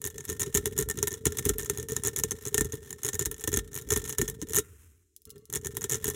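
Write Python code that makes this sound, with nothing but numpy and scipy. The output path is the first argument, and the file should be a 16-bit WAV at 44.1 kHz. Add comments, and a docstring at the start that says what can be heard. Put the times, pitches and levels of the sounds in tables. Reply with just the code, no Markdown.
"""Pins snap in a lock held in a vise as a wavy steel rake is scrubbed in and out, close by in a small room.
Each snap is a sharp crack, a ping and a dying chatter that ring the steel and the lock body.
The blade scrapes in tiny slips of noise; pushes, recoils and bumps ring the lock, vise and bench.
The rake is pulled out, pauses while fingers rustle, ticks at the keyhole and starts again over a quiet room."""
import sys
import numpy as np
from scipy import signal
from scipy.fft import rfft, irfft, next_fast_len
from scipy.io import wavfile

SR = 44100
rng = np.random.default_rng(int(sys.argv[2]) if len(sys.argv) > 2 else 0)


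def file_out(sig):
    """Save sig as 16-bit WAV at sys.argv[1]."""
    # one column per channel
    cols = np.atleast_2d(sig).T
    # limit, then scale
    lim = np.clip(cols, -1, 1)
    pcm = np.round(lim * 32767).astype(np.int16)
    wavfile.write(sys.argv[1], SR, pcm)


N = 271215

# pins that catch on a tooth and snap free, standing out of the rattle:
# start_s [s], level_db [dB, relative], brightness_db [dB]
PIN_SNAPS = [(0.041, -30.5, -4.5), (0.181, -32.5, -15), (0.299, -27.5, -1), (0.403, -28, 11),
             (0.419, -24, -6.5), (0.549, -17, -2.5), (0.573, -19, -3.5), (0.657, -23.5, 7.5),
             (0.778, -27, 3), (0.788, -22, 0), (0.899, -26, 5), (1.028, -18.5, 0), (1.072, -25.5, 7.5),
             (1.139, -31, -11.5), (1.255, -19.5, 7), (1.27, -26.5, -8.5), (1.322, -32.5, -6),
             (1.387, -24.5, -17), (1.453, -22, 9.5), (1.492, -18, 1), (1.583, -27, 19), (1.698, -20, 0),
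             (1.828, -34.5, 0.5), (1.92, -30, 2.5), (1.965, -22, -3.5), (2.074, -28, 19), (2.236, -19, -3),
             (2.544, -19, -1), (2.579, -18, -1.5), (2.609, -19.5, -0.5), (2.906, -32.5, 10),
             (2.928, -34.5, -2), (3.065, -29.5, 1), (3.133, -29.5, -11), (3.193, -23.5, 6),
             (3.257, -22.5, -1), (3.314, -28.5, 26.5), (3.439, -28.5, 3), (3.475, -22, 2), (3.54, -21, -9),
             (3.572, -23.5, -2), (3.904, -21, -5), (3.962, -23.5, -13), (4.094, -27.5, 34),
             (4.184, -22, 8.5), (4.215, -19, -9.5), (4.28, -29, -2), (4.561, -22, 7.5), (4.567, -20, 10),
             (4.585, -18.5, -1), (5.5, -41, 5), (5.557, -25, 3), (5.769, -24, 37), (5.841, -24.5, -6),
             (5.92, -22, -6), (5.944, -23, -17)]
# short pushes and pulls of the rake across the pins:
# start_s [s], length_s [s], pin_level_db [dB, relative], lock_jolt_db [dB, relative]
RAKE_PUSHES = [(0.041, 0.034, -32, -34.5), (0.192, 0.011, -52, -44.5), (0.283, 0.045, -35, -30),
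               (0.396, 0.032, -29, -43), (0.461, 0.01, -43.5, -34), (0.544, 0.036, -28.5, -39.5),
               (0.657, 0.018, -31, -29), (0.779, 0.045, -28.5, -27.5), (0.888, 0.021, -32.5, -37.5),
               (0.973, 0.012, -30.5, -29.5), (1.107, .033, -37, -37.5), (1.255, .016, -24.5, -24.5),
               (1.371, 0.023, -30, -42.5), (1.452, .018, -32, -24.5), (1.488, 0.0094, -32.5, -29),
               (1.595, 0.049, -33.5, -39.5), (1.774, 0.021, -31.5, -33.5), (1.886, 0.047, -36, -31),
               (2.036, .048, -26, -30.5), (2.162, 0.039, -28, -39), (2.309, 0.012, -26, -33),
               (2.453, 0.03, -32, -33), (2.574, .035, -36, -37.5), (2.646, 0.01, -35, -34.5),
               (2.722, 0.031, -37.5, -31), (3.033, 0.055, -28, -32.5), (3.131, 0.021, -34, -34.5),
               (3.2, 0.029, -29, -28.5), (3.252, 0.0088, -30, -39), (3.381, 0.044, -45.5, -68.5),
               (3.475, 0.012, -30, -30.5), (3.518, .028, -32.5, -28), (3.562, 0.023, -28, -33),
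               (3.743, 0.041, -35.5, -36), (3.813, 0.0082, -41, -49), (3.908, .032, -25.5, -23.5),
               (3.96, 0.015, -28, -35), (4.041, 0.068, -36, -37.5), (4.183, 0.035, -38, -28),
               (4.278, 0.02, -33.5, -38), (4.416, 0.0088, -35, -36.5), (4.496, .022, -39, -37),
               (4.534, .062, -25, -31.5), (5.358, 0.0054, -60, -47), (5.527, 0.045, -32.5, -36),
               (5.647, .023, -31, -35.5), (5.81, 0.029, -34, -40), (5.896, 0.059, -29, -36.5),
               (6.043, 0.055, -26, -28.5)]
PIN_BRIGHT_DB, BRIGHT_SCATTER_DB = 0.5, 10.5  # mean brightness of passing and loose pins, and its spread


def amp(db):
    """Turn decibels into a gain."""
    return 10 ** (np.asarray(db) / 20)


def unit(x):
    """Scale a sound to rms 1."""
    return x / np.sqrt(np.mean(x ** 2) + 1e-20)


def along(points, hz):
    """Read a curve of (Hz, value) points on a logarithmic frequency axis."""
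    f, value = np.transpose(points)
    return np.interp(np.log(hz + 1), np.log(f), value)


def levels(rows):
    """Turn each dB column after the time into one gain per sample."""
    s, *columns = np.transpose(rows)
    return [amp(np.interp(np.arange(N) / SR, s, db)) for db in columns]


def add(track, s, sound):
    """Mix a sound into a track at time s."""
    start = max(round(s * SR), 0)
    track[start:start + len(sound)] += sound[:max(len(track) - start, 0)]


def filtered(x, response):
    """Multiply the spectrum of x by a response that depends on frequency."""
    size = next_fast_len(N + SR // 2)  # room for the ringing at the end
    return irfft(rfft(x, size) * response(np.fft.rfftfreq(size, 1 / SR)), size)[:N]


def coloured(x, spectrum, size=4096):
    """Give x a spectrum with a filter of unit energy that never rings ahead of the sound."""
    # folding the cepstrum forward in time gives the filter its minimum phase
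    cepstrum = irfft(np.log(amp(along(spectrum, np.fft.rfftfreq(size, 1 / SR)))))
    cepstrum[1:size // 2] *= 2
    cepstrum[size // 2 + 1:] = 0
    response = irfft(np.exp(rfft(cepstrum)))
    return signal.fftconvolve(x, response / np.linalg.norm(response))[:N]


def resonances(x, peaks):
    """Let a body with (Hz, width Hz, dB) resonances answer a contact force."""
    def response(f):
        return sum(amp(db) * 1j * f * width / (centre ** 2 - f ** 2 + 1j * f * width)
                   for centre, width, db in peaks)
    return filtered(x, response)


def ring(modes, attack, detune, scatter_db, size=SR // 4):
    """Sum dying tones to a peak of 1; grip and point of contact change them from blow to blow."""
    t = np.arange(size) / SR
    hz, db, t60 = np.transpose(modes)[:, :, None]
    shift, gain, phase = rng.standard_normal((3, len(modes), 1))
    tones = np.sin(2 * np.pi * hz * np.exp(detune * shift) * t + 2 * np.pi * phase)
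    waves = amp(db + scatter_db * gain - 60 * t / t60) * tones
    sound = waves.sum(axis=0) * (1 - np.exp(-(t / attack) ** 2))
    return sound / np.abs(sound).max()


def slips(rate, spread_db, life):
    """Stick-slip friction of rms 1: tiny dying noise bursts at random moments and of random sizes."""
    happens = rng.random(N) < rate / SR  # rate in slips per second
    sizes = amp(spread_db * np.clip(rng.standard_normal(N), -2, 2)) * happens
    power = signal.lfilter([1], [1, -np.exp(-2 / (life * SR))], sizes ** 2)
    return unit(np.sqrt(power) * rng.standard_normal(N))


def pressure(events, build, fade, lead):
    """A force that builds up to each event (s, dB, ...), by the power share lead, and fades after it."""
    load = np.zeros(N)
    for s, db, *_ in events:
        add(load, s, [amp(db) ** 2])
    after = signal.lfilter([1], [1, -np.exp(-2 / (fade * SR))], load)
    before = signal.lfilter([1], [1, -np.exp(-2 / (build * SR))], load[::-1])[::-1]
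    return np.sqrt(after + lead * before)


def snaps(contacts, crack_t60=0.01, chatter_db=-17, chatter_t60=0.082, size=SR // 12):
    """Each snap is a sharp impact, a brief ping and a dying chatter; gives forces on blade and housing."""
    # ringing of the brass pins: pitch_hz [Hz], level_db [dB, relative], decay_t60_s [s]
    pin_modes = [(5910, 7.5, 0.0043), (6650, 8.5, 0.016), (7110, 5.5, 0.0067), (9140, 2, 0.0027),
                 (9720, -5.5, 0.042), (10880, 10, 0.0069), (11560, 3.5, 0.025), (12870, -15.5, 0.015),
                 (13900, 6.5, 0.0074)]
    blade, housing, t = np.zeros(N), np.zeros(N), np.arange(size) / SR
    soft = signal.firwin(15, 9000, fs=SR)
    for s, db, bright_db in contacts:
        length, impact, seat_db = rng.uniform(-1, 1, 3) * [0.5, 0.3, 2]
        crack = amp(-60 * t / (crack_t60 * np.exp(length))) * rng.standard_normal(size)
        crack[0] += 0.48 * np.exp(impact)
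        chatter = amp(chatter_db - 60 * t / chatter_t60) * rng.standard_normal(size)
        blow = crack + chatter
        add(blow, 0, 1.3 * ring(pin_modes, attack=0.0001, detune=0.035, scatter_db=4, size=SR // 36))
        blow *= amp(db) / np.std(blow[:SR // 333])  # level is set by the first 3 ms
        # square contacts are brighter, glancing ones duller
        low = np.convolve(blow, soft)
        high = np.pad(blow, len(soft) // 2) - low
        tilt = amp(bright_db)
        add(blade, s, (low + tilt * high) / np.sqrt(0.7 + 0.3 * tilt ** 2))
        # a pin that is firmly seated passes more of the blow to the housing
        add(housing, s, amp(seat_db) * blow)
    return blade, housing


def rattle():
    """During a push the teeth trip one pin after another, unevenly; rows (s, level dB, brightness dB)."""
    tooth_s = 0.0105  # usual time from one pin to the next
    gap_scatter, strength_scatter_db = 0.22, 2.5  # unevenness of spacing (share of a gap) and strength
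    rows = []
    for start, length, db, _ in RAKE_PUSHES:
        count = round(length / tooth_s) + 1
        shift, strength, square = np.clip(rng.standard_normal((3, count)), -1.5, 1.5)
        shift[0] = 0  # the first pin trips as the push starts
        times = np.linspace(start, start + length, count) + gap_scatter * tooth_s * shift
        bright_db = PIN_BRIGHT_DB + BRIGHT_SCATTER_DB * square
        rows += zip(times, db + strength_scatter_db * strength, bright_db)
    return rows


def strays(sliding, count=32):
    """Loose pins tick at random, as loud as the sliding allows; rows (s, level dB, brightness dB)."""
    above_scrape_db, spread_db = 4.5, 4
    when = rng.integers(0, N, count)
    strength, square = rng.standard_normal((2, count))
    db = 20 * np.log10(sliding[when]) + above_scrape_db + spread_db * np.clip(strength, -2, 2)
    return list(zip(when / SR, db, PIN_BRIGHT_DB + BRIGHT_SCATTER_DB * square))


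def steel(x):
    """Pins and blade give a contact force their bright ring."""
    # spectrum of the ring: pitch_hz [Hz], level_db [dB per Hz, relative]
    steel_spectrum = [(2500, -33.5), (4600, -44.5), (5300, -10), (6000, -2), (6700, 2.5), (7300, 3.5),
                      (8100, -1), (9400, -1.5), (11500, -4.5), (12500, -6.5), (15300, -6.5), (16000, -13)]
    return coloured(x, steel_spectrum)


def cylinder(x):
    """The lock body and tension wrench ring with a contact force."""
    # their resonances: pitch_hz [Hz], width_hz [Hz], level_db [dB, relative]
    body_peaks = [(414, 29.3, 6.5), (794, 26, -15.5), (1001, 264, -12), (1388, 9.5, -10.5),
                  (1343, 115, -10.5), (1610, 213, -13), (1798, 48.5, 3), (2113, 150, -16), (2386, 250, -28),
                  (2922, 610, -13), (3377, 100, -9), (3766, 23, -8.5)]
    return resonances(x, body_peaks)


def hand_force(lead):
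    """The force of the hand swells with each push, ahead of it by the share lead, and relaxes after it."""
    middles = [(start + length / 2, jolt_db) for start, length, _, jolt_db in RAKE_PUSHES]
    return pressure(middles, build=0.058, fade=0.18, lead=lead)


def stroke():
    """Sliding and hand force set the gains of sliding alone, of the whole scrape and of the clamp's rumble."""
    # the blade in the keyway, withdrawn for the pause:
    # start_s [s], scrape_db [dB, relative], clamp_rumble_db [dB, relative]
    stroke_levels = [(0, -47.5, -53.5), (0.75, -41, -41), (1.2, -41.5, -50), (2.1, -42.5, -43.5),
                     (2.9, -48, -51.5), (3.7, -47, -55), (4.05, -37, -51.5), (4.57, -48.5, -43.5),
                     (4.66, -84, -62), (5.05, -90, -88.5), (5.24, -91.5, -87), (5.28, -66, -53),
                     (5.42, -67.5, -59), (5.6, -51.5, -49.5), (6.15, -38, -44.5)]
    engaged_db = -56  # scrape level above which the blade is fully in the lock
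    hand_scrape_db, hand_rumble_db = -24.5, -19  # gains from hand force to scrape and to rumble
    sliding, rumble = levels(stroke_levels)
    engaged = np.minimum(sliding / amp(engaged_db), 1)
    # the clamp is loaded ahead of a push, but the blade scrapes only once it moves
    rumble = np.hypot(rumble, amp(hand_rumble_db) * engaged * hand_force(lead=0.5))
    scrape = np.hypot(sliding, amp(hand_scrape_db) * engaged * hand_force(lead=0))
    return sliding, scrape, rumble


def blade_friction(contacts, scrape):
    """The blade loads each pin just before it snaps, rubs on it after, and scrapes along the keyway."""
    drag = pressure(contacts, build=0.0031, fade=0.0063, lead=0.025)
    pin_rub = amp(-6) * drag * slips(rate=490, spread_db=2.5, life=0.0017)
    return pin_rub + amp(-11.5) * scrape * slips(rate=600, spread_db=14, life=0.0055)


def rocking():
    """Pushes rock the lock in its clamp and snaps make it recoil; rows (s, knock dB, thud dB)."""
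    rock_s, rock_lag = 0.03, 0.3  # one rock per this much of a push, this share of the way into each part
    push_knock_db, push_thud_db, thud_growth = -3, -6, 0.93  # growth: dB of thud per dB of jolt
    recoil_knock_db, recoil_thud_db = -13, -15.5
    recoil_per_bright = -0.079  # dB per dB of brightness: bright snaps recoil less
    rows = []
    for start, length, _, jolt_db in RAKE_PUSHES:
        count = max(round(length / rock_s), 1)
        db = jolt_db - 10 * np.log10(count)  # the rocks share the power of the jolt
        for k in range(count):
            s = start + length * (k + rock_lag) / count
            rows.append((s, db + push_knock_db, thud_growth * db + push_thud_db))
    for s, db, bright_db in PIN_SNAPS:
        recoil_db = db + recoil_per_bright * bright_db
        rows.append((s, recoil_db + recoil_knock_db, recoil_db + recoil_thud_db))
    return rows


def jolts(rocks, grind_t60=0.069, grind_growth=1.13, size=SR // 8):
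    """A jolt rocks the lock, thuds through the vise and grinds the plug, proportionally more when hard."""
    # the lock rocking in the jaws: pitch_hz [Hz], level_db [dB, relative], decay_t60_s [s]
    knock_modes = [(319.7, -3.5, 0.067), (412.7, 8.5, 0.057), (443, -10, 0.065)]
    # the vise and bench: pitch_hz [Hz], level_db [dB, relative], decay_t60_s [s]
    vise_modes = [(64, -5.5, 0.12), (81.8, -16, 0.63), (84.3, -2, 0.15), (126.4, 4.5, 0.094),
                  (172, -4.5, 0.088), (241.7, 1.5, 0.042)]
    body, grind, t = np.zeros(N), np.zeros(N), np.arange(size) / SR
    for s, knock_db, thud_db in rocks:
        knock = ring(knock_modes, attack=0.0074, detune=0.03, scatter_db=1.5, size=size)
        thud = ring(vise_modes, attack=0.0039, detune=0.026, scatter_db=3.5)
        add(body, s, amp(knock_db + 3.5) * knock)
        add(body, s, amp(thud_db + 3) * thud)
        add(grind, s, amp(grind_growth * knock_db - 60 * t / grind_t60) * rng.standard_normal(size))
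    return body + amp(13.5) * cylinder(grind)


def bumps(bump_t60=0.063, size=SR // 8):
    """At the end of its travel the rake bumps the lock: a dull blow of noise, and the bench sways briefly."""
    # bumps against the jaws: start_s [s], bump_db [dB, relative], bench_sway_db [dB, relative]
    bump_rows = [(0.546, -26, -28.5), (0.81, -39, -32), (1.261, -26, -40), (1.463, -35.5, -33),
                 (1.501, -32.5, -26), (2.24, -38, -42), (2.585, -36.5, -31), (2.609, -28, -33.5),
                 (3.26, -37.5, -31), (3.476, -26.5, -37.5), (3.571, -29, -26), (3.865, -37, -34),
                 (3.96, -41, -29), (4.218, -26.5, -28), (4.423, -30.5, -39.5)]
    # dull spectrum of the jaws: pitch_hz [Hz], level_db [dB per Hz, relative]
    jaw_spectrum = [(40, -28.5), (120, -7), (200, -3.5), (290, -1.5), (400, -4), (520, -20.5), (750, -61),
                    (2000, -79)]
    # the bench swaying: pitch_hz [Hz], level_db [dB, relative], decay_t60_s [s]
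    bench_modes = [(47, 0, 0.29)]
    force, sway, t = np.zeros(N), np.zeros(N), np.arange(size) / SR
    for s, db, sway_db in bump_rows:
        add(force, s, amp(db + 1.5 - 60 * t / bump_t60) * rng.standard_normal(size))
        add(sway, s, amp(sway_db - 4) * ring(bench_modes, attack=0.006, detune=0.07, scatter_db=0))
    return coloured(force, jaw_spectrum) + sway


def clamp_creak(rumble):
    """The loaded clamp rumbles in low-pitched slips."""
    # spectrum of the rumble: pitch_hz [Hz], level_db [dB per Hz, relative]
    rumble_spectrum = [(15, -56), (25, -36.5), (41, -1), (70, -1), (130, 3.5), (167, -3.5), (267, -4.5),
                       (358, -11.5), (406, 3.5), (448, 6), (501, -19), (545, -15), (635, -31), (700, -77),
                       (910, -30.5), (1540, -120)]
    creaks = coloured(slips(rate=150, spread_db=1.5, life=0.0019), rumble_spectrum)
    return amp(-0.5) * rumble * unit(creaks)


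def taps(tick_t60=0.005, scuff_db=-15, scuff_t60=0.06, ping_db=-15, size=SR // 10):
    """Outside the lock the thin blade ticks, scuffs briefly and barely rings."""
    # the free blade touching the mouth of the keyway: start_s [s], level_db [dB, relative]
    tap_rows = [(5.164, -43), (5.219, -56.5), (5.2535, -43.5), (5.295, -53), (5.304, -40), (5.31, -47),
                (5.3806, -51), (5.455, -50.5)]
    # the blade held free: pitch_hz [Hz], level_db [dB, relative], decay_t60_s [s]
    blade_modes = [(2650, -17, 0.04), (4370, -22.5, 0.04), (5230, -18, 0.019), (6570, 3, 0.031),
                   (7230, 2, 0.019), (8570, 9, 0.015), (10300, 21, 0.039), (12000, -5, 0.02),
                   (15150, -5, .01)]
    out, t = np.zeros(N), np.arange(size) / SR
    thin = signal.butter(4, 4000, "high", fs=SR, output="sos")
    for s, db in tap_rows:
        envelope = amp(-60 * t / tick_t60) + amp(scuff_db - 60 * t / scuff_t60)
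        tick = signal.sosfilt(thin, envelope * rng.standard_normal(size))
        ping = amp(ping_db) * ring(blade_modes, attack=0.0001, detune=0.03, scatter_db=3, size=size)
        add(out, s, amp(db + 9) * (tick + ping))
    return out


def entry():
    """The tip rubs softly along the keyway as it goes back in."""
    # the tip held against the keyway wall: pitch_hz [Hz], width_hz [Hz], level_db [dB, relative]
    keyway_peaks = [(1143, 40, 5), (1344, 61, 5), (1580, 50, -0.5), (2090, 67, 3), (2840, 140, 2.5),
                    (3300, 130, -4), (4200, 160, 2)]
    start_s, attack_s, hold_s = 5.255, 0.023, 0.045  # hold counts from the start
    level_db, fade_db_per_s = -69, 74
    t = np.arange(N) / SR - start_s
    fade = amp(level_db - fade_db_per_s * np.maximum(t - hold_s, 0))
    envelope = np.clip(t / attack_s, 0, 1) * fade
    rub = slips(rate=1900, spread_db=4, life=0.0023)
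    # passing the resonances twice makes them sharper
    return envelope * unit(resonances(resonances(rub, keyway_peaks), keyway_peaks))


def grip():
    """Fingers shift on the steel handle during the pause: skin rustles and the vise thrums."""
    # strength of the shifting: start_s [s], level_db [dB, relative]
    grip_levels = [(4.58, -92), (4.65, -56), (4.71, -60), (4.78, -62), (4.83, -59), (4.9, -64.5),
                   (5.03, -74), (5.2, -100)]
    # skin on the handle: pitch_hz [Hz], level_db [dB per Hz, relative]
    skin_spectrum = [(300, 6), (700, -12), (1400, 2.5), (2700, 0), (4500, -11), (6700, 3), (9000, 2.5),
                     (13000, -0.5), (16000, -4.5)]
    # the vise stirred by the hand: pitch_hz [Hz], level_db [dB per Hz, relative]
    thrum_spectrum = [(25, -28.5), (55, -11), (80, 0), (105, -9), (160, -26.5), (400, -29.5), (600, -71.5)]
    rustle = unit(coloured(slips(rate=6800, spread_db=7.5, life=0.002), skin_spectrum))
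    thrum = unit(coloured(rng.standard_normal(N), thrum_spectrum))
    return levels(grip_levels)[0] * (amp(-2) * rustle + amp(2) * thrum)


def room(x):
    """A diffuse tail of noise, 5 ms late; each frequency dies at its own speed."""
    # decay of the small room: pitch_hz [Hz], decay_t60_s [s]
    room_decay = [(100, 0.49), (450, 0.4), (1400, 0.71), (4000, 0.15), (9000, 0.079), (16000, 0.21)]
    hz, t, z = signal.stft(rng.standard_normal(SR // 2), SR, nperseg=256)
    tail = signal.istft(z * amp(-60 * t / along(room_decay, hz)[:, None]), SR, nperseg=256)[1]
    return signal.fftconvolve(x, np.pad(tail / np.linalg.norm(tail), (SR // 200, 0)))[:N]


def quiet_air():
    """The quiet room is a steady, faint coloured noise."""
    # spectrum of the quiet room: pitch_hz [Hz], level_db [dB per Hz, relative]
    air_spectrum = [(15, -58.5), (25, -12), (76, -0.5), (137, -26.5), (427, -9), (545, -60), (1840, -38),
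                    (4740, -32.5), (6920, -23), (16000, -38)]
    return amp(-74) * unit(coloured(rng.standard_normal(N), air_spectrum))


def scene():
    """Snaps and friction drive the same steel and the same lock body."""
    sliding, scrape, rumble = stroke()
    contacts = PIN_SNAPS + strays(sliding) + rattle()
    on_blade, on_housing = snaps(contacts)
    friction = blade_friction(contacts, scrape)
    close = steel(amp(-1.5) * on_blade + friction)
    close += cylinder(amp(5.5) * on_housing + amp(13.5) * friction)
    close += jolts(rocking()) + bumps() + clamp_creak(rumble)
    close += taps() + entry() + grip()
    return (close + amp(-29.5) * room(close) + quiet_air())[None]


def record(dry):
    """The sound is coloured overall, with a narrow dip in the treble, and a steep filter cuts the highest
    treble."""
    # overall colour of the sound, the deep bass falling away, with a narrow dip in the treble: pitch_hz [Hz],
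    # level_db [dB]
    overall_colour = [(20, -27.5), (35, -16), (55, 2), (4350, -1.5), (4620, -15.5), (4900, -0.5)]
    top_hz = 15950
    sound = filtered(dry[0], lambda hz: amp(along(overall_colour, hz)))
    return filtered(sound, lambda hz: 1 / np.sqrt(1 + (hz / top_hz) ** 160))[None]


dry = scene()
out = record(dry)
file_out(out)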